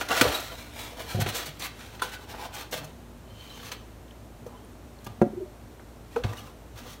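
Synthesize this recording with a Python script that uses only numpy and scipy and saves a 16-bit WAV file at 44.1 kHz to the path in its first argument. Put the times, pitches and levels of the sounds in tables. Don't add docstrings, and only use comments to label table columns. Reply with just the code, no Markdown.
import sys
import numpy as np
from scipy import signal
from scipy.fft import rfft, irfft
from scipy.io import wavfile

SR = 44100
rng = np.random.default_rng(int(sys.argv[2]) if len(sys.argv) > 2 else 0)


def unload_audio(sound):
    columns = np.transpose(np.atleast_2d(sound))
    steps = np.round(np.clip(columns, -1, 1) * 32767)
    wavfile.write(sys.argv[1], SR, steps.astype(np.int16))


def invert_db(x):
    u = np.asarray(x, float) / 20
    return 10 ** u


N = 308700


def rms_one(x):
    return x / np.sqrt(np.mean(x ** 2) + 1e-20)


def in_time(spans, columns):
    rows = []
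    for span in spans:
        span = np.array(span, float)
        before = [span[0, 0] - .02, -100, *span[0, 2:]]
        after = [span[-1, 0] + .03, -100, *span[-1, 2:]]
        rows += [before, *span, after]
    rows = np.array(rows)
    rows = rows[np.argsort(rows[:, 0], kind="stable")]
    return [np.interp(np.arange(N) / SR, rows[:, 0], rows[:, k]) for k in range(1, columns + 1)]


def coloured(x, spectrum):
    hz, points = np.fft.rfftfreq(N, 1 / SR) + 1, np.array(spectrum)
    level_db = np.interp(np.log(hz), np.log(points[:, 0]), points[:, 1])
    return rms_one(irfft(rfft(x) * invert_db(level_db), N))


def band(x, low_hz, high_hz):
    return signal.sosfilt(signal.butter(2, [low_hz, high_hz], "band", fs=SR, output="sos"), x)


def drift(rate):
    r = np.exp(-2 * np.pi * rate / SR)
    return rms_one(signal.lfilter([1], [1, -2 * r, r * r], rng.standard_normal(N + SR))[SR:])


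def resonance(x, hz, width):
    r = np.exp(-np.pi * width / SR)
    gain = (1 - r * r) / 2
    return signal.lfilter(gain * np.array([1, 0, -1]), [1, -2 * r * np.cos(2 * np.pi * hz / SR), r * r], x)


def ring(clicks, hz, t60):
    r, w = invert_db(-60 / (t60 * SR)), 2 * np.pi * hz / SR
    return signal.lfilter([0, np.sin(w)], [1, -2 * r * np.cos(w), r * r], clicks + 1e-18)


def grains(per_s, spread_db):
    sizes = invert_db(spread_db * np.minimum(rng.exponential(1, N), 4)) * rng.choice([-1, 1], N)
    return sizes * (rng.random(N) < per_s / SR)


def struck(hits, modes, spread_db, contact_hz=300, sign=-1):
    out, chance = np.zeros(N), rng.standard_normal((len(hits), len(modes)))
    for (s, peak_db, *soft), draws in zip(hits, chance):
        push = np.zeros(SR // 2)
        length = max(round(SR / 2 / (soft[0] if soft else contact_hz)), 2)
        push[:length] = np.hanning(length + 2)[1:-1] * 2 / length
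        at = round(s * SR)
        for k, ((hz, mode_db, t60), draw) in enumerate(zip(modes, draws)):
            level = invert_db(peak_db + mode_db + spread_db * draw) * sign ** k
            out[at:at + len(push)] += level * ring(push, hz, t60)[:N - at]
    return out


def wavering(rows, orders, waver, flutter_db, rate):
    level_db, pitch = in_time([rows], columns=2)
    phase = 2 * np.pi * np.cumsum(pitch * (1 + waver * drift(rate))) / SR
    tone = sum(invert_db(order_db) * np.sin(k * phase) for k, order_db in orders)
    return invert_db(level_db + 4 + flutter_db * drift(rate / 3)) * tone


def foam_body(slips, ringing_db):
    # f/Hz, level/dB per Hz
    foam = [(150, -28), (250, -1), (386, -1.5), (468, 2.5), (586, -2), (845, 0), (922, -1), (1380, -5),
            (1730, -7), (3910, -8.5), (7700, -19), (14200, -21.5), (16000, -21.5)]
    # f/Hz, width/Hz, level/dB
    cups = [(554, 680, -5), (720, 17, -14), (850, 26, -3), (1150, 20, 13), (1450, 190, 6.5), (2500, 80, 11),
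            (3170, 250, -9), (3660, 22, 0), (6300, 210, -2.5), (8000, 130, -30.5)]
    ringing = np.zeros(N)
    for k, (f, width, level_db) in enumerate(cups):
        ringing += invert_db(level_db) * resonance(slips, f, width) * (-1) ** k
    body = rfft(coloured(slips, foam) + invert_db(ringing_db) * ringing)
    hz = np.fft.rfftfreq(N, 1 / SR)
    low = 1 / (1 + (hz / 1300) ** 4)
    high = 1 - 1 / (1 + (hz / 5500) ** 4)
    return [rms_one(irfft(body * share, N)) for share in (low, 1 - low - high, high)]


def shell(x, t60, ringing_db):
    after = np.arange(SR // 20) / SR
    modes = rng.standard_normal(len(after)) * invert_db(-60 * after / t60)
    modes = invert_db(ringing_db) * modes / np.sqrt(np.sum(modes ** 2))
    modes[0] = 1
    return signal.fftconvolve(x, modes / np.sqrt(np.sum(modes ** 2)))


def rubbing():
    # hardest at t/s, rise/s, fall/s, pressure level/dB, hollow-cup share/dB
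    prising = [(.004, 0.019, 0.095, -36.5, -1), (.112, 0.034, 0.12, -32.5, 4.5),
               (.18, 0.059, 0.073, -27, -7.5), (.216, 0.029, 0.24, -31.5, 2),
               (.26, 0.024, 0.039, -47, 14.5), (.35, 0.12, 0.097, -33, -16), (.43, 0.035, 0.21, -42, -17),
               (.528, 0.04, 0.033, -48.5, 6.5), (.6, 0.087, 0.23, -46, -8)]
    folding = [(.8, 0.087, 0.16, -38.5, -8), (.93, 0.18, 0.06, -54.5, 5.5), (1.006, 0.066, 0.079, -41.5, 4),
               (1.098, 0.06, 0.15, -38, -7.5), (1.216, 0.024, 0.034, -28.5, -5),
               (1.295, 0.049, 0.033, -32, -4.5), (1.365, 0.059, 0.12, -31, -6),
               (1.476, 0.032, 0.046, -38.5, -14), (1.55, 0.082, .08, -54.5, -8),
               (1.61, 0.018, 0.13, -39.5, -14), (1.656, 0.068, 0.034, -36.5, -8)]
    picking = [(1.81, 0.13, 0.24, -48, -9), (1.95, 0.078, 0.066, -51.5, -5), (1.998, 0.0086, 0.02, -54, -1),
               (2.02, 0.0041, 0.11, -34.5, 0), (2.146, 0.051, 0.03, -38, -10), (2.226, 0.09, 0.072, -50, 0),
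               (2.306, 0.035, 0.083, -42, -4.5), (2.39, 0.064, 0.12, -48.5, 5.5),
               (2.458, 0.092, 0.031, -41, 0), (2.54, 0.024, 0.16, -42.5, -8),
               (2.62, 0.11, 0.05, -42.5, -0.5)]
    lifting = [(2.728, 0.013, 0.063, -34, -3), (2.782, 0.066, 0.024, -40, -6),
               (2.81, 0.044, 0.13, -54.5, 10.5), (2.836, 0.0072, 0.012, -59, -16),
               (2.87, .03, 0.38, -62, -2)]
    turning = [(3.43, 0.2, 0.15, -56.5, -20), (3.58, 0.26, 0.1, -51, -12), (3.67, 0.092, 0.077, -41, -7),
               (3.72, 0.0058, 0.053, -40, -6), (3.8, .05, 0.29, -63, -7), (5.068, 0.0059, 0.013, -42, 1.5),
               (5.05, 0.17, 0.24, -60.5, 2), (4.53, 0.13, 0.13, -69, 19)]
    gripping = [(6.14, 0.053, 0.065, -54, -4), (6.17, 0.01, 0.07, -51.5, 2), (6.25, 0.016, 0.17, -48.5, 8),
                (6.3, 0.025, .04, -57, -3), (6.386, 0.052, 0.1, -48.5, -3), (6.47, 0.05, 0.072, -54.5, 0),
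                (6.776, 0.025, 0.082, -48, -3), (6.858, 0.013, 0.047, -60.5, 18),
                (6.93, 0.19, .06, -47, -26)]
    # strokes, finger-hiss share/dB, lower hollow f/Hz, upper hollow f/Hz
    grips = [(prising, -1, 650, 1390), (folding, 0, 635, 2300), (picking, -1.8, 840, 1530),
             (lifting, 0.9, 630, 2700), (turning, -1, 1150, 3300), (gripping, 0, 1120, 5700)]
    depth_db, roundness = 22.5, 1.44
    hollow_levels_db = (-0.5, -8.5)

    low, mid, high = foam_body(grains(9000, spread_db=2.0), ringing_db=-29.0)
    out, now = np.zeros(N + SR), np.arange(N) / SR
    grip = invert_db(-5 + 1.4 * drift(70))
    low, high = low * invert_db(2.0 * drift(25)), high * invert_db(0.15 * drift(36))
    for strokes, hiss_db, *hollows in grips:
        for s, rise_s, fall_s, pressure_db, hollow_db in strokes:
            at = slice(max(round((s - 2 * rise_s) * SR), 0), round((s + 2 * fall_s) * SR))
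            away = np.maximum((s - now[at]) / rise_s, (now[at] - s) / fall_s)
            easing_db = -depth_db * np.maximum(away, 0) ** roundness
            slips = invert_db(hollow_db - 0.03 * easing_db) * low[at] + mid[at]
            slips = slips + invert_db(hiss_db + 0.17 * easing_db) * high[at]
            slips = slips + sum(invert_db(db) * resonance(slips, hz, .18 * hz)
                                for hz, db in zip(hollows, hollow_levels_db))
            sound = shell(invert_db(pressure_db + easing_db) * grip[at] * slips, t60=.05, ringing_db=-7)
            out[at.start:at.start + len(sound)] += sound
    return out[:N]


def snaps():
    # t/s, peak level/dB, low share/dB, high share/dB
    tears = [(0.0114, -14, -0.5, -10.5), (0.0857, -17.5, -28, -4), (0.105, -15, -14, -22),
             (0.126, -21, -18, -16), (0.1755, -10.5, -15, -9), (0.3994, -26.5, -19, 5.5),
             (1.2613, -17, -4.5, -12), (1.5945, -41, -16, 17), (1.6533, -30, -22, -21),
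             (1.8067, -28, -14, -21), (1.9949, -26, -9, -20), (2.0212, -24, 6, -1), (2.3395, -42, 19, -18),
             (2.711, -46.5, -17, 20.5), (2.843, -46.5, 7, 18.5), (3.5934, -37, 7, -14.5),
             (3.7167, -19.5, -24, -7.5), (4.11, -44, -9, -14), (4.4635, -45, 15, 7), (4.6474, -60, 15, 0),
             (5.044, -49.5, -12, 18), (5.0645, -44, 5, -10), (5.795, -48, 11, -19), (6.16, -31.5, 15, -7),
             (6.2367, -19, -9, -18), (6.33, -34.5, 5, 1), (6.37, -40, -8, 6)]
    # t/s, peak level/dB, low share/dB, high share/dB
    slips = [(0.0613, -28, -15, -8), (0.1366, -26, -12, -8), (0.162, -19, -14, -8), (1.1508, -27, -8, -5),
             (1.2022, -27, -10, 6), (1.2865, -30, -12, 7), (1.3434, -34, -27, 10), (1.3504, -35, -13, 14),
             (1.365, -33, -12, 13), (1.378, -34, -8, 6), (2.09, -40, -10, 6), (3.63, -44, -7, 2),
             (3.645, -44, -10, 2), (3.68, -44, -6, 4), (1.458, -34, -10, 10), (1.643, -50, -10, 10),
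             (1.657, -48, -10, 7), (2.1395, -39, -10, -4), (2.2892, -45, -10, -1), (2.5386, -40, -10, 11),
             (2.5456, -37, -10, 7), (2.7232, -43, -14, 8), (6.2906, -40, -8, -3)]
    # t/s, peak level/dB, low share/dB, high share/dB
    cracks = [
        (0.2108, -2.5, -7.5, -1.5),
        (5.215, -37.5, 11, 5.5),
    ]
    low, mid, high = foam_body(grains(14000, spread_db=3), ringing_db=2)
    out, after = np.zeros(N), np.arange(SR // 5) / SR
    for rows, t60 in ((tears + slips, 0.053), (cracks, 0.041)):
        rise = np.minimum(after / 0.00024, 1)
        decay_db = -60 * np.maximum(after - .006, 0) / t60
        for s, peak_db, low_db, high_db in rows:
            at = slice(round(s * SR), round(s * SR) + len(after))
            tearing = invert_db(low_db) * low[at] + mid[at] + invert_db(high_db) * high[at]
            out[at] += rise * invert_db(peak_db - 16.5 + decay_db) * tearing
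    return out


def panels():
    # t/s, half-
    # length/s, level/dB, f/Hz
    carton_panels = [(0.108, 0.0074, -31, 1392), (0.131, 0.0069, -26.5, 1430), (0.116, 0.014, -32, 1157),
                     (0.117, 0.014, -36, 1980), (0.118, .01, -32.5, 2760), (.128, 0.013, -31.5, 754),
                     (.167, .012, -33, 1450), (0.187, 0.017, -33, 720), (.256, 0.0069, -33, 520),
                     (.258, 0.011, -33, 1100), (0.285, 0.027, -34.5, 65.4), (0.318, 0.0092, -42, 3020),
                     (.525, .012, -48, 3140), (1.108, .015, -46, 1590), (1.125, .02, -47, 1353),
                     (1.22, 0.01, -35.5, 1520), (1.305, .012, -50, 1560), (1.279, 0.015, -45, 990),
                     (3.311, .006, -58, 3050), (3.411, 0.013, -53, 3070), (3.455, .006, -58, 3050),
                     (3.482, .008, -64, 3050), (3.505, .008, -55, 3080), (3.51, 0.013, -50, 3980),
                     (3.316, .02, -64, 4200), (3.598, .008, -54, 3570), (4.538, .025, -55, 1010),
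                     (4.535, 0.022, -59, 850), (4.599, .04, -59, 437), (6.125, .015, -60, 2460),
                     (6.14, .012, -57, 1900), (6.246, 0.025, -38, 55.2), (6.335, .01, -51, 1880),
                     (6.337, .01, -49, 1000), (6.387, .01, -46, 2880), (6.47, 0.016, -58, 2700),
                     (6.3, .012, -55, 3500), (6.302, .012, -51, 2680), (6.375, .008, -54, 3650),
                     (6.405, .008, -52, 3280), (6.3, .03, -32.5, 108), (0.513, .012, -45.5, 1390),
                     (0.546, 0.01, -48, 720), (1.174, 0.017, -42, 720), (1.22, 0.018, -38, 710),
                     (1.275, .015, -39, 720), (1.5, 0.028, -47, 152), (2.8, 0.047, -46.5, 152),
                     (6.485, 0.022, -54, 1023),
                     (0.218, .005, -27, 2500), (0.219, .004, -27, 1500), (0.29, .015, -37, 750),
                  (1.255, .015, -31, 110), (1.285, .015, -41, 220), (1.64, .025, -46, 2150),
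                  (1.65, .015, -48, 1150), (2.027, .008, -34, 1500), (2.035, .012, -37, 1000),
                  (2.032, .012, -42, 3450), (2.027, .007, -43, 4150), (2.035, .015, -50, 9600),
                  (2.025, .005, -46, 5800), (2.15, .02, -47, 1480), (2.41, .025, -47, 820),
                  (2.465, .012, -47, 700), (2.57, .035, -47, 830), (2.55, .012, -48, 1500),
                  (2.58, .04, -53, 3200), (2.555, .02, -55, 8000), (2.55, .012, -54, 5800),
                  (2.6, .04, -57, 13000), (2.73, .012, -50, 5500), (2.73, .008, -44, 2900),
                  (2.78, .04, -45, 640), (3.28, .006, -62, 3050), (3.37, .008, -60, 3080),
                  (3.41, .015, -58, 4300), (3.54, .01, -58, 3050), (3.56, .03, -60, 6300),
                  (3.6, .008, -55, 3050), (3.66, .03, -57, 6300), (3.725, .004, -47, 3150),
                  (3.725, .008, -45, 1300), (5.068, .006, -51, 1650), (5.105, .02, -42, 105),
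                  (5.19, .008, -47, 200), (5.33, .03, -42, 230), (3.45, .08, -62, 3090),
                  (5.43, .03, -48, 600), (6.2, .014, -36, 480), (6.184, .004, -32, 520)]
    relative_width = 0.028
    out, now = np.zeros(N), np.arange(-SR // 10, SR // 10) / SR
    for s, half_s, level_db, hz in carton_panels:
        swell = np.exp(-(now / half_s) ** 2)
        tone = rng.standard_normal(len(now))
        for _ in range(2):
            tone = resonance(tone, hz, relative_width * hz)
        loudness = np.sqrt(np.sum((swell * tone) ** 2) / np.sum(swell ** 2))
        at = round(s * SR) - SR // 10
        out[at:at + len(now)] += invert_db(level_db) * swell * tone / loudness
    return out


def squeak():
    # t/s, level/dB, f/Hz
    course = [(.32, -58, 3700), (.336, -48, 3800), (.345, -29, 3870), (.362, -35, 3870), (.372, -45, 3880),
              (.383, -39, 3890), (.405, -53, 3880), (.43, -50, 3880), (.585, -61, 3860)]
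    # multiple of f, level/dB
    orders = [(1, 0), (2, -16), (3, -15), (4, -20)]
    return wavering(course, orders, waver=.008, flutter_db=3.5, rate=300)


def whine():
    # t/s, level/dB, f/Hz
    course = [(4.53, -73, 2780), (4.575, -72, 3120), (4.65, -74, 3250)]
    return wavering(course, [(1, 0)], waver=.01, flutter_db=4, rate=200)


def creak():
    # t/s, level/dB
    spans = [
        [(3.26, -76), (3.36, -70), (3.41, -64), (3.6, -66)],
    ]
    # f/Hz, level/dB, t60/s
    hinge = [(3070, -3, .03), (3730, -13, 0.018), (4200, -11, 0.025), (6280, -16, .012)]
    level_db, = in_time(spans, columns=1)
    slips = grains(300 * invert_db(4 * drift(30)), spread_db=2.5)
    modes = sum(invert_db(mode_db) * ring(slips, hz, t60) for hz, mode_db, t60 in hinge)
    return invert_db(level_db + 8.5) * rms_one(modes)


def lid_flaps():
    # t/s, peak level/dB
    flaps = [(0.214, -19.5), (0.26, -22.5), (1.146, -16), (1.174, -20), (1.187, -14), (1.214, -16),
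             (1.238, -27), (1.259, -21), (5.064, -28), (5.217, -25), (6.243, -15)]
    # f/Hz, level/dB, t60/s
    lid = [(106, -3, 0.19), (152, -12, 0.12), (212, -13, 0.09), (72, -22, 0.04), (365, -19, 0.09),
           (540, -19, 0.1), (720, -17, 0.13)]
    return struck(flaps, lid, spread_db=1.5, contact_hz=500)


def knocks():
    # t/s, peak level/dB, f/Hz
    dull = [(0.213, -9.5, 257), (0.221, -18.5, 507), (.25, -20, 424), (0.263, -34, 250), (1.171, -31, 363),
            (1.215, -36, 720), (1.191, -35, 212), (1.262, -26, 390), (1.995, -40, 1500), (2.019, -24, 1364),
            (2.021, -22.5, 1046), (2.021, -29, 3520), (2.02, -29.5, 9600), (2.341, -34, 670),
            (2.74, -30.5, 606), (2.748, -30, 150), (4.464, -28.5, 484), (5.065, -28.5, 198),
            (5.299, -30, 197), (5.334, -28, 235), (5.263, -20, 245), (0.212, -12.5, 1478),
            (0.212, -14, 2500), (0.212, -19.5, 3470), (1.147, -37, 493), (1.147, -17, 179),
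            (1.194, -41, 550), (6.236, -37, 1530), (6.238, -37, 2780), (6.245, -28, 248)]
    # t/s, peak level/dB, f/Hz
    ticks = [(4.081, -51, 3150), (4.109, -43.5, 3050), (4.648, -48.5, 9500), (4.989, -50, 4100),
             (5.794, -45, 1650), (5.797, -50, 2050), (1.623, -30, 3470), (6.33, -58, 5400),
             (6.371, -49, 3700)]
    tick_t60 = .014
    out = np.zeros(N)
    for s, peak_db, hz in dull:
        t60 = 0.046 * (500 / hz) ** 0.037
        modes = [(hz, 0, t60), (1.35 * hz, -5, 0.51 * t60)]
        out += struck([(s, peak_db, 2.0 * hz)], modes, spread_db=1.0)
    for s, peak_db, hz in ticks:
        modes = [(hz, 0, tick_t60), (1.13 * hz, -4, tick_t60)]
        out += struck([(s, peak_db, 2.0 * hz)], modes, spread_db=0)
    return out


def egg_landing():
    # t/s, peak level/dB, softness of contact f/Hz
    blows = [
        (5.2152, -26, 1500),
        (5.2166, -7, 850),
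        (5.2219, -15, 850),
        (5.2308, -18, 600),
        (5.262, -30, 450),
    ]
    # f/Hz, level/dB, t60/s
    counter = [(231, -6, 0.088), (361, -2.5, 0.059), (458, -4, 0.072), (557, -11.5, 0.082),
               (667, -12, 0.092), (723, -17, 0.16), (855, -22, 0.09)]
    return struck(blows, counter, spread_db=1, sign=1)


def shell_taps():
    # t/s, peak level/dB, softness of contact f/Hz
    taps = [(5.2152, -31, 3000), (5.2168, -27.5, 3000), (5.2205, -29, 3000)]
    # f/Hz, level/dB, t60/s
    eggshell = [(1227, -6, 0.05), (1390, 0, 0.035), (1593, -5, 0.05), (1943, -6, 0.03), (2150, -7, 0.03),
                (2650, -9, 0.04), (3300, -13, .02)]
    return struck(taps, eggshell, spread_db=0.5, sign=0.81)


def rocking():
    # t/s, peak level/dB, f/Hz
    tilts = [(5.333, -35, 390), (5.38, -26, 363.5), (5.412, -31, 402), (5.428, -26.5, 359),
             (5.447, -37, 353)]
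    half_s, now = 0.011, np.arange(N) / SR
    out = np.zeros(N)
    for s, peak_db, hz in tilts:
        swell = np.exp(-((now - s) / half_s) ** 2)
        out += invert_db(peak_db - 1.0) * swell * np.sin(2 * np.pi * hz * now)
    return out


def palm_on_wall():
    # t/s, peak level/dB, softness of contact f/Hz
    contacts = [(6.1607, -28, 2500), (6.1625, -21.5, 1800), (6.1668, -22, 600), (6.1712, -23, 500)]
    # f/Hz, level/dB, t60/s
    wall = [(250, -13, 0.072), (459, 0, 0.064), (520, -12, .09), (683, -13, 0.064), (803, -4, 0.07),
            (980, -9, 0.066), (1300, -6, 0.03), (1450, -3, .025), (2020, -22, .03), (2500, -12, .03),
            (2940, -18, .04), (3240, -23, .03)]
    return struck(contacts, wall, spread_db=0)


def kitchen(x):
    t60 = 0.42
    after = np.arange(SR // 2) / SR
    decay = invert_db(-60 * after / t60)
    echoes = rng.standard_normal(len(after)) * decay * (after > .004)
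    echoes = band(echoes, 130, 5050) + 0.098 * echoes * decay
    return signal.fftconvolve(x, echoes / np.sqrt(np.sum(echoes ** 2)))[:N]


def room_tone():
    # f/Hz, level/dB per Hz
    air_spectrum = [(15, -44), (25, -32), (43, -31), (65, -9), (80, -2), (111, -5), (142, -6.5), (245, -8),
                    (457, -11), (496, -13), (600, -12), (1830, -25), (3150, -29.5), (15200, -37),
                    (16500, -59.5)]
    # f/Hz, width/Hz, level/dB
    fridge = [(108, 16, -55), (239.3, 9.1, -58.5), (294.4, 6.7, -65)]
    # f/Hz, level/dB, phase wander/rad, wander rate/Hz
    hz, level_db, wander, rate = (57, -48, 1.1, 5)
    out = invert_db(-49) * coloured(rng.standard_normal(N), air_spectrum)
    phase = 2 * np.pi * hz * np.arange(N) / SR + wander * drift(rate)
    out += invert_db(level_db + 1.3 * drift(rate)) * np.sin(phase)
    for f, width, db in fridge:
        noise = resonance(rng.standard_normal(N), f, width)
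        out += invert_db(db) * rms_one(resonance(noise, f, width))
    return out


def scene():
    carton = rubbing() + snaps() + squeak() + whine() + creak() + panels()
    blows = lid_flaps() + egg_landing() + palm_on_wall() + shell_taps() + knocks() + rocking()
    blows = band(blows, 95, 11000)
    echoes = kitchen(invert_db(-13.5) * carton + invert_db(-21) * blows)
    return (carton + blows + echoes + room_tone())[None]


def band_limit(x):
    return signal.sosfilt(signal.butter(12, 16810, fs=SR, output="sos"), x)


def record(dry):
    # f/Hz, width/Hz, share removed (0-1)
    port_dips = [(4850, 510, 0.35), (10400, 590, 0.47)]
    top = signal.ellip(10, .5, 55, 15800, fs=SR, output="sos")
    for hz, width, share in port_dips:
        dry = dry - share * resonance(dry, hz, width)
    return band_limit(signal.sosfilt(top, dry))


dry = scene()
out = record(dry)
unload_audio(out)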